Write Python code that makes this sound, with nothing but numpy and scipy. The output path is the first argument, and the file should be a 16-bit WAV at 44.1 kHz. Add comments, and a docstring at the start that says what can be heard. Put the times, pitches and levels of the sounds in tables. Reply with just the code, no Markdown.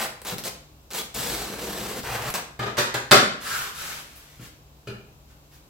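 """In a small hard room with a faint hum, scissors snip into stiff satin: threads snap, edges click.
They glide through the rest, lower blade droning on the table, snip once more, bump the table and drop.
The cloth is swept round, folded and patted down: hissing fibres, a buzzing weave and hollow thuds.
Cutting and cloth are shaped noise, blows are bursts that ring damped modes, and two closely spaced
microphones hear it all with the room's answer."""
import sys
import numpy as np
from scipy import signal
from scipy.fft import rfft, irfft, next_fast_len
from scipy.io import wavfile
from scipy.ndimage import map_coordinates

SR = 44100
rng = np.random.default_rng(int(sys.argv[2]) if len(sys.argv) > 2 else 0)


def waveform_to_disk(signal):
    """Save audio, clipped to [-1, 1], as 16-bit WAV at the path in sys.argv[1]."""
    frames = np.transpose(np.atleast_2d(signal))
    scaled = np.clip(frames, -1, 1) * 32767
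    samples = np.round(scaled).astype(np.int16)
    wavfile.write(sys.argv[1], SR, samples)


N = 250929
TIME = np.arange(N) / SR

# All table levels are relative: later gains set how loud each layer is heard.
# the blades close on the cloth: [t/s, length/s, hardest at share of the stroke/0-1, first click level/dB,
# thread snapping level/dB, blade scraping level/dB, table rumble level/dB]
SNIP_STROKES = [(0.0, 0.071, 0.33, -16, -27, -27, -37), (0.2175, 0.011, 0.071, -24, -46.5, -46, -41),
                (0.2496, 0.096, 0.48, -23, -30, -35.5, -39), (0.383, 0.028, .15, -16, -33.5, -39.5, -42),
                (0.4386, 0.058, 0.43, -17, -28, -37, -37), (0.9053, .028, 0.41, -25.5, -38, -44, -44.5),
                (0.934, .085, 0.56, -16, -28.5, -37.5, -39), (2.34, 0.088, 0.046, -12, -28.5, -30, -38)]
# the half-open blades are pushed through the cloth: [t/s, length/s, first click level/dB,
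# thread snapping level/dB, blade scraping level/dB, table rumble level/dB]
GLIDE_STROKES = [(1.143, .865, -23, -30.5, -36.5, -35), (2.0333, .278, -20, -30.5, -30, -37.5)]
# spectrum of the finest fibres: [f/Hz, level per Hz/dB]
FIZZ_SPECTRUM = [(6000, -38), (9300, -5), (12000, 0.5), (16000, -1)]


def amp(db):
    """Decibels to gain."""
    return 10 ** (np.asarray(db) / 20)


def unit(x):
    """Scale to rms 1."""
    return x / np.sqrt(np.mean(x ** 2) + 1e-20)


def along(points, hz):
    """Read (Hz, value) points along a log frequency axis."""
    f, v = np.transpose(points)
    return np.interp(np.log(hz + 1), np.log(f + 1), v)


def wobble(rate):
    """A smooth random curve, rate knots a second."""
    return map_coordinates(rng.standard_normal(int(N * rate / SR) + 4), [TIME * rate])


def filtered(x, response):
    """x times a response of frequency."""
    size = x.shape[-1]
    padded = next_fast_len(size + SR // 4, True)
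    spectrum = rfft(x, padded) * response(np.fft.rfftfreq(padded, 1 / SR))
    return irfft(spectrum, padded)[..., :size]


def causal(gain, size=4096):
    """The minimum-phase impulse response with this gain over frequency."""
    cepstrum = irfft(np.log(np.maximum(gain(np.fft.rfftfreq(size, 1 / SR)), 1e-6)))
    fold = 1 + np.sign(size // 2 - np.arange(size))
    fold[0] = 1
    return irfft(np.exp(rfft(cepstrum * fold)))


def coloured(x, spectrum):
    """x given a spectrum, at rms 1."""
    return unit(filtered(x, lambda hz: amp(along(spectrum, hz))))


def grains(rate, spread_db):
    """Tiny snaps at random moments, rate a second, of uneven size."""
    happens = rng.random(N) < rate / SR
    sign = rng.choice([-1, 1], N)
    return happens * sign * amp(spread_db * np.clip(rng.standard_normal(N), -2, 2))


def burst(t, rise, length):
    """The chatter of a contact: its decay falls 20 dB per length, with energy 1."""
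    x = rng.standard_normal(len(t)) * (1 - np.exp(-t / rise)) * amp(-20 * t / length)
    return x / np.linalg.norm(x)


def add(track, s, sound):
    """Mix a sound into a track at time s."""
    start = max(round(s * SR), 0)
    track[..., start:start + sound.shape[-1]] += sound[..., :N - start]


def progress(s, length):
    """How far a movement has come (0-1), and whether it is under way."""
    return np.clip((TIME - s) / length, 0, 1), (TIME >= s) & (TIME < s + length)


def spread(pair):
    """Two unrelated signals as sound from all sides: most alike at both microphones in the bass."""
    # diffuse sound: [f/Hz, left-right likeness/-1 to 1]
    likeness = [(100, 0.73), (300, 0.88), (650, .62), (1200, -0.28), (2000, -.05), (5000, -0.26),
                (15000, -0.15)]
    turn = lambda hz: np.arccos(np.clip(along(likeness, hz), -1, 1)) / 2
    mid, side = filtered(pair, lambda hz: np.array([np.cos(turn(hz)), np.sin(turn(hz))]))
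    return np.array([mid + side, mid - side])


def diffuse(size):
    """Noise from all sides."""
    return spread(rng.standard_normal((2, size)))


def room(x, direct_db, lag=0.99):
    """The direct sound, lag samples later on the left, and a fresh decaying tail from the walls."""
    # how long the walls ring: [f/Hz, t60/s]
    reverb_times = [(120, 0.61), (400, 0.51), (1500, 0.55), (4000, 0.49), (8000, 0.41), (15000, 0.25)]
    hz, t, z = signal.stft(diffuse(SR * 2 // 3), SR, nperseg=256)
    decay = amp(-60 * t / along(reverb_times, hz)[:, None])
    tail = signal.istft(z * decay, SR, nperseg=256)[1]
    direct = np.sinc(np.arange(tail.shape[1]) - 8 - np.array([[lag], [0]]))
    answer = tail / np.linalg.norm(tail[0]) + amp(direct_db) * direct
    return signal.fftconvolve(x[None], answer / np.linalg.norm(answer[0]), axes=1)


def moving(x, direct_db, size=8192):
    """A moving source meets ever new reflections: each block of size samples gets a fresh tail."""
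    out = np.zeros((2, N))
    for start in range(0, N, size):
        add(out, start / SR, room(x[start:start + size], direct_db))
    return out


def background():
    """Still room air as diffuse noise, and an appliance's unsteady hum whose high lines waver most."""
    # spectrum of the air: [f/Hz, level per Hz/dB]
    air_spectrum = [(20, -28), (35, -10), (55, -7), (97, -5), (145, -10), (309, -12), (439, -14),
                    (1100, -17.5), (1790, -27), (3000, -24), (7920, -27), (9070, -34), (14400, -25),
                    (16000, -34)]
    # lines of the hum: [f/Hz, level/dB]
    hum_lines = [(64.6, -65), (102.3, -70.5), (145.3, -64), (301.5, -72.5), (2665, -84), (3903, -84)]
    hum, drone = np.zeros(N), np.zeros(N)
    for hz, db in hum_lines:
        level = amp(db + 2.5 * wobble(9)) * np.sqrt(2)
        waver = (.4 + hz / 1800) * wobble(30)
        hum += level * np.sin(2 * np.pi * hz * TIME + waver)
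    for hz, db in [(44.5, -60.5), (61, -59.0)]:
        drone += amp(db) * np.sin(2 * np.pi * hz * TIME + 0.34 * wobble(5))
    return amp(-55.5) * coloured(diffuse(N), air_spectrum) + amp(2.5) * hum + drone


def under_force(force_db, thread_db, scrape_db, rumble_db):
    """Gains of snapping, scrape and rumble: all follow the force, the threads most closely."""
    scrape_follows, rumble_follows = 0.53, 0.39  # dB per dB of force
    return amp([thread_db + force_db,
                scrape_db + scrape_follows * force_db,
                rumble_db + rumble_follows * force_db])


def snip(s, length, hardest, *levels_db):
    """One closing of the blades: the force swells towards its hardest moment and fades."""
    arch_db = 9  # the force is this much weaker half a stroke away from its hardest moment
    u, on = progress(s, length)
    return on * under_force(-arch_db * (2 * (u - hardest)) ** 2, *levels_db)


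def glide(s, length, *levels_db):
    """One glide: the edge bites almost at once, then the force is the push of the arm."""
    # force on the gliding scissors: [t/s, force/dB]
    arm_push = [(1.15, 1.5), (1.35, -.5), (1.57, -11.5), (1.62, -5), (1.85, -5), (2.04, -7.5), (2.16, -3),
                (2.19, -9), (2.29, -3.5)]
    attack_s = 0.0032
    u, on = progress(s, length)
    attack = on * (1 - np.exp(-u * length / attack_s))
    return attack * under_force(np.interp(TIME, *np.transpose(arm_push)), *levels_db)


def cutting():
    """Quick thread snaps shake steel and table; a gliding blade makes the table drone."""
    # spectra of snapping threads, scraping steel, rumbling table: [f/Hz, level per Hz/dB]
    thread_spectrum = [(1100, -27), (1800, -24), (2300, -14.5), (3000, -6), (3900, -1.5), (5500, -4.5),
                       (7200, -5.5), (8200, -3), (9200, -11.5), (11600, -4), (14500, -6.5), (16000, -6)]
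    scrape_spectrum = [(350, -49), (600, -3.5), (787, -2), (1110, -3), (1280, -3), (1660, -4.5),
                       (2380, -8.5), (2800, -10.5), (3640, -28), (6160, -120)]
    rumble_spectrum = [(30, -45), (60, -33), (130, -16.5), (205, 0.5), (250, -7), (400, -3), (510, -2),
                       (620, -17.5), (750, -14), (1000, -38)]
    # spectrum of the table top under the lower blade: [f/Hz, level per Hz/dB]
    drone_spectrum = [(30, -35), (48, 0.5), (65, 2.5), (90, -16), (122, 4.5), (170, -17), (260, -32)]
    closing = sum(snip(s, length, hardest, *levels) for s, length, hardest, _, *levels in SNIP_STROKES)
    gliding = sum(glide(s, length, *levels) for s, length, _, *levels in GLIDE_STROKES)
    thread, scrape, rumble = closing + gliding

    snaps = unit(grains(rate=4000, spread_db=3.5)) + .8 * rng.standard_normal(N)
    thick_snaps = unit(grains(rate=160, spread_db=3.5))  # thicker threads that snap singly
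    uneven = amp(1.6 * wobble(90))  # the blades advance unevenly
    snaps = (snaps + amp(-13.5) * thick_snaps) * uneven
    sound = amp(-0.14) * thread * coloured(snaps, thread_spectrum)
    sound += amp(-1.5) * scrape * coloured(snaps, scrape_spectrum)
    sound += amp(-3) * rumble * coloured(snaps, rumble_spectrum)

    # harder cutting is brighter: the fizz outgrows the snapping
    fizz_db, fizz_at_db, fizz_power = -41.5, -28, 1.5  # fizz level at that snapping level
    fizz_level = amp(fizz_db) * (thread / amp(fizz_at_db)) ** fizz_power
    fizz = fizz_level * coloured(uneven * rng.standard_normal(N), FIZZ_SPECTRUM)
    drone = amp(-6) * gliding[1] * coloured(rng.standard_normal(N), drone_spectrum)  # follows the scrape
    return moving(sound + fizz, direct_db=2.5) + moving(drone, direct_db=11.0)


def clicks():
    """Short bright noise ticks as the edges catch each other; a blade rings on as a wavering sine."""
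    # steel catches on steel, between and during strokes and as the scissors land: [t/s, level/dB]
    catches = [(0.039, -15), (0.0444, -23), (0.403, -26), (0.4474, -22.5), (0.912, -24), (0.9486, -14),
               (1.1472, -16), (2.222, -18), (2.3037, -14), (2.3518, -15), (2.363, -21.5), (2.593, -27),
               (2.9425, -14)]
    # a blade rings on after closing or striking: [t/s, f/Hz, level/dB, t60/s]
    ringing_blades = [(0.984, 3370, -33.5, 0.23), (2.341, 7900, -27, 0.11), (2.341, 14723, -44, .25),
                      (2.942, 3400, -33, 0.26), (2.943, 1560, -27.5, 0.26)]
    steel_spectrum = [(200, -16.5), (1500, -1), (4000, -1.5), (8000, -0.5), (15000, -2)]  # f/Hz, level/dB
    t, ticks, rings = np.arange(SR // 4) / SR, np.zeros(N), np.zeros(N)
    steel = causal(lambda hz: amp(along(steel_spectrum, hz)))
    # every stroke opens with a click
    bites = [(s, db) for s, _, _, db, *_ in SNIP_STROKES] + [(s, db) for s, _, db, *_ in GLIDE_STROKES]
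    for s, db in [*bites, *catches]:
        tick = signal.fftconvolve(burst(t, rise=0.00015, length=0.00074), steel)
        add(ticks, s - .0003, amp(db + 11) * tick)
    for s, hz, db, t60 in ringing_blades:
        waver = 1.1 * wobble(200)[:len(t)]  # a slight random waver roughens and broadens the ring
        tone = np.sin(2 * np.pi * hz * t + waver) * (1 - np.exp(-t / 0.0018))
        add(rings, s, amp(db - 60 * t / t60) * tone)
    return moving(ticks, direct_db=-2) + moving(rings, direct_db=7)


def thump(t):
    """The whole table top flexes in its lowest modes, as decaying sines."""
    modes = [(83.4, -1.5, 0.087), (121.9, 1.5, 0.32), (225.3, -11.0, 0.19), (321, -8.5, 0.24)]  # f/Hz, level/dB, t60/s
    flex = sum(amp(db - 60 * t / t60) * np.sin(2 * np.pi * hz * t) for hz, db, t60 in modes)
    return flex * (1 - np.exp(-t / 0.0062))


def thuds():
    """Soft pushes make the table's frame sound hollow: bursts through broad resonances, and a thump."""
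    # hands and blades press the cloth down on the table:
    # [t/s, level/dB, thump level/dB, dull above f/Hz, 20 dB decay/s]
    presses = [(0.321, -40.5, -12, 460, 0.018), (4.391, -47.5, 9.5, 302, 0.056),
               (4.871, -42.5, 9.5, 3600, 0.043), (4.897, -44, 0, 1305, 0.034)]
    # resonances of the table's frame: [f/Hz, width/Hz, level/dB]
    frame_modes = [(121.8, 44.7, -6), (204, 65, -4.5), (404, 95, -8), (563, 300, -16.5), (1370, 208, -10.5),
                   (1714, 160, -13), (2446, 210, -9.5), (2900, 340, -12), (3570, 140, -21),
                   (4150, 230, -14), (4780, 250, -16)]
    t, out = np.arange(SR // 4) / SR, np.zeros((2, N))

    def frame(hz):
        """Summed power of the resonances over a low floor, as a gain."""
        power = sum(amp(db) ** 2 / (1 + (2 * (hz - centre) / width) ** 2) ** 2
                    for centre, width, db in frame_modes)
        return np.sqrt(power + amp(-24.5) ** 2)

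    for s, db, thump_db, dull_hz, length in presses:
        body = causal(lambda hz: frame(hz) / (1 + (hz / dull_hz) ** 2) ** 0.59)
        push = signal.fftconvolve(burst(t, .002, length), body / np.linalg.norm(body))
        add(out, s, amp(db + 37.0) * room(push, direct_db=-2))
        add(out, s, amp(db + thump_db) * thump(t))
    return out


def ring(modes, t):
    """Damped modes at slightly new strengths and random phases, with energy 1."""
    x = np.zeros(len(t))
    for hz, db, t60 in modes:
        level = amp(db + rng.normal(0, 1) - 60 * t / t60)
        x += level * np.sin(2 * np.pi * (hz * t + rng.random()))
    x = x * (1 - np.exp(-t / 0.0048))
    return x / np.linalg.norm(x)


def knocks():
    """Each blow of the scissors is a short clatter; it thumps the table and rings table and scissors."""
    # the scissors strike the table: [t/s, level/dB, thump level/dB, dull above f/Hz,
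    # clatter 20 dB decay/s, share of the ring in the scissors/0-1]
    blows = [(2.591, -30.5, 3.5, 1900, 0.04, 0), (2.625, -31, -8, 1400, 0.034, 0.05),
             (2.66, -30.5, 0, 1300, 0.057, .02), (2.769, -33.5, -14, 8000, 0.02, 0.5),
             (2.777, -22.5, -7, 9000, 0.049, 1), (2.941, -28, -2.5, 5000, .028, 0.3),
             (3.111, -19.5, -7, 5110, 0.0042, .02), (3.115, -13, -16, 9000, 0.011, .05),
             (3.127, -15, -14.5, 3300, 0.02, .02), (3.152, -22.5, -12, 3030, 0.029, .02)]
    # spectrum of a blow: [f/Hz, level per Hz/dB]
    blow_spectrum = [(35, -34.5), (70, -24), (120, -8.5), (165, -12.5), (220, -6.5), (285, -11.5),
                     (380, -7), (680, -7), (1000, -8), (1220, -4), (1700, -4), (2100, -8.5), (2600, -10.5),
                     (3700, -8), (5200, -11), (8000, -13), (9400, -18.5), (12500, -13.5), (16000, -20)]
    # modes of the table top, and of scissors lying against it: [f/Hz, level/dB, t60/s]
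    table_modes = [(373, -1, .3), (412, -1, .33), (510, -6, .36), (781, -1, .38), (818, -6, .3),
                   (895, -7, .3), (966, -6, .32), (1190, 0, .38), (1241, 1, .4), (1385, -6, .4),
                   (1636, -5, .38), (1770, -5, .35), (2387, -6, .4), (2519, -8, .35), (3100, -6, .32),
                   (3669, -10, .35), (4075, -12, .3)]
    scissors_modes = [(586, 2, 0.27), (763, -12, 0.19), (1490, -11, 0.29), (1680, -12, 0.23),
                      (1760, -4.5, 0.52), (1866, -7.5, 1), (2630, -16.5, 0.37), (3260, -8.5, 0.27),
                      (3440, -13.5, 0.3), (3540, -14, .25), (6040, -20.5, 0.31), (5900, -12.5, .2)]
    rise_share = .045  # the rise time of a blow, as a share of its clatter
    t, out = np.arange(SR // 2) / SR, np.zeros((2, N))
    norm = np.linalg.norm(causal(lambda hz: amp(along(blow_spectrum, hz))))
    for s, db, thump_db, dull_hz, clatter, share in blows:
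        soft = lambda hz: 1 / np.sqrt(1 + (hz / dull_hz) ** 2)  # a padded blow has little top
        body = causal(lambda hz: amp(along(blow_spectrum, hz)) * soft(hz)) / norm
        hit = signal.fftconvolve(burst(t, rise_share * clatter, clatter), body)[:len(t)]
        add(out, s, amp(db + 36.5) * room(hit, direct_db=-5.5))
        table, steel = amp(30) * np.sqrt(np.clip([1 - share, share], 0, 1))
        rings = np.array([table * ring(table_modes, t) + steel * ring(scissors_modes, t) for _ in range(2)])
        add(out, s, amp(db) * spread(rings) + amp(db + thump_db) * thump(t))
    return out


def cloth():
    """Satin slides over the table: a fine hiss, and a weave whose buzz rises with the sliding speed."""
    # the cloth is pulled over the table: [t/s, length/s, rustle level/dB, rubbing weave level/dB, fizz level/dB]
    pulls = [(3.401, .335, -34.5, -30, -46), (3.715, .345, -38.5, -39, -59.5), (3.95, 0.56, -55, -66, -75),
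             (4.152, 0.041, -54, -70, -44), (4.397, .095, -47.5, -58, -58),
             (5.279, 0.073, -63, -60.5, -74.5), (5.51, 0.081, -57.5, -69, -57)]
    # spectrum of the rustle: [f/Hz, level per Hz/dB]
    rustle_spectrum = [(80, -19), (150, -8.5), (240, -17.5), (400, -13.5), (600, -13.5), (900, -11),
                       (1500, -8.5), (2500, -7.5), (4000, -9.5), (8000, -12), (9400, -16), (12000, -12),
                       (16000, -17)]
    skew = 0.73  # under 1: the hand speeds up faster than it slows down
    rustle_power, rub_power = 0.93, 1.46  # amplitude goes with sliding speed to this power
    slow_hz, fast_hz = 1099, 1490  # the weave sings higher as it slides faster
    power, fastest = np.zeros((3, N)), np.zeros(N)
    for s, length, *levels_db in pulls:
        u, on = progress(s, length)
        speed = on * np.abs(np.sin(np.pi * u ** skew))
        growth = np.array([speed ** rustle_power, speed ** rub_power, speed ** rustle_power])
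        power += (amp(levels_db)[:, None] * growth) ** 2
        fastest = np.maximum(fastest, speed)
    rustle, rub, fizz = np.sqrt(power)

    fibres = unit(grains(rate=5000, spread_db=3)) + rng.standard_normal(N)
    hiss = amp(4.0) * rustle * coloured(fibres * amp(0.8 * wobble(32)), rustle_spectrum)
    hiss += fizz * coloured(rng.standard_normal(N), FIZZ_SPECTRUM)
    phase = 2 * np.pi * np.cumsum(slow_hz + (fast_hz - slow_hz) * fastest) / SR
    # low noise makes the tone of the weave rough
    slips = unit(filtered(rng.standard_normal(N), lambda hz: 1 / (1 + (hz / 330) ** 4)))
    return moving(hiss + rub * slips * np.cos(phase), direct_db=-2.5, size=4096)


def scene():
    """All layers together, a little louder on the left."""
    layers = background() + cutting() + clicks() + thuds() + knocks() + cloth()
    return layers * amp([[.45], [-.45]])


def record(dry):
    """The recorder rounds off peaks towards full scale and keeps nothing above its band limit."""
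    band_limit_hz = 16000
    limited = dry / (1 + np.abs(dry) ** 6) ** (1 / 6)
    return filtered(limited, lambda hz: hz < band_limit_hz)


dry = scene()
out = record(dry)
waveform_to_disk(out)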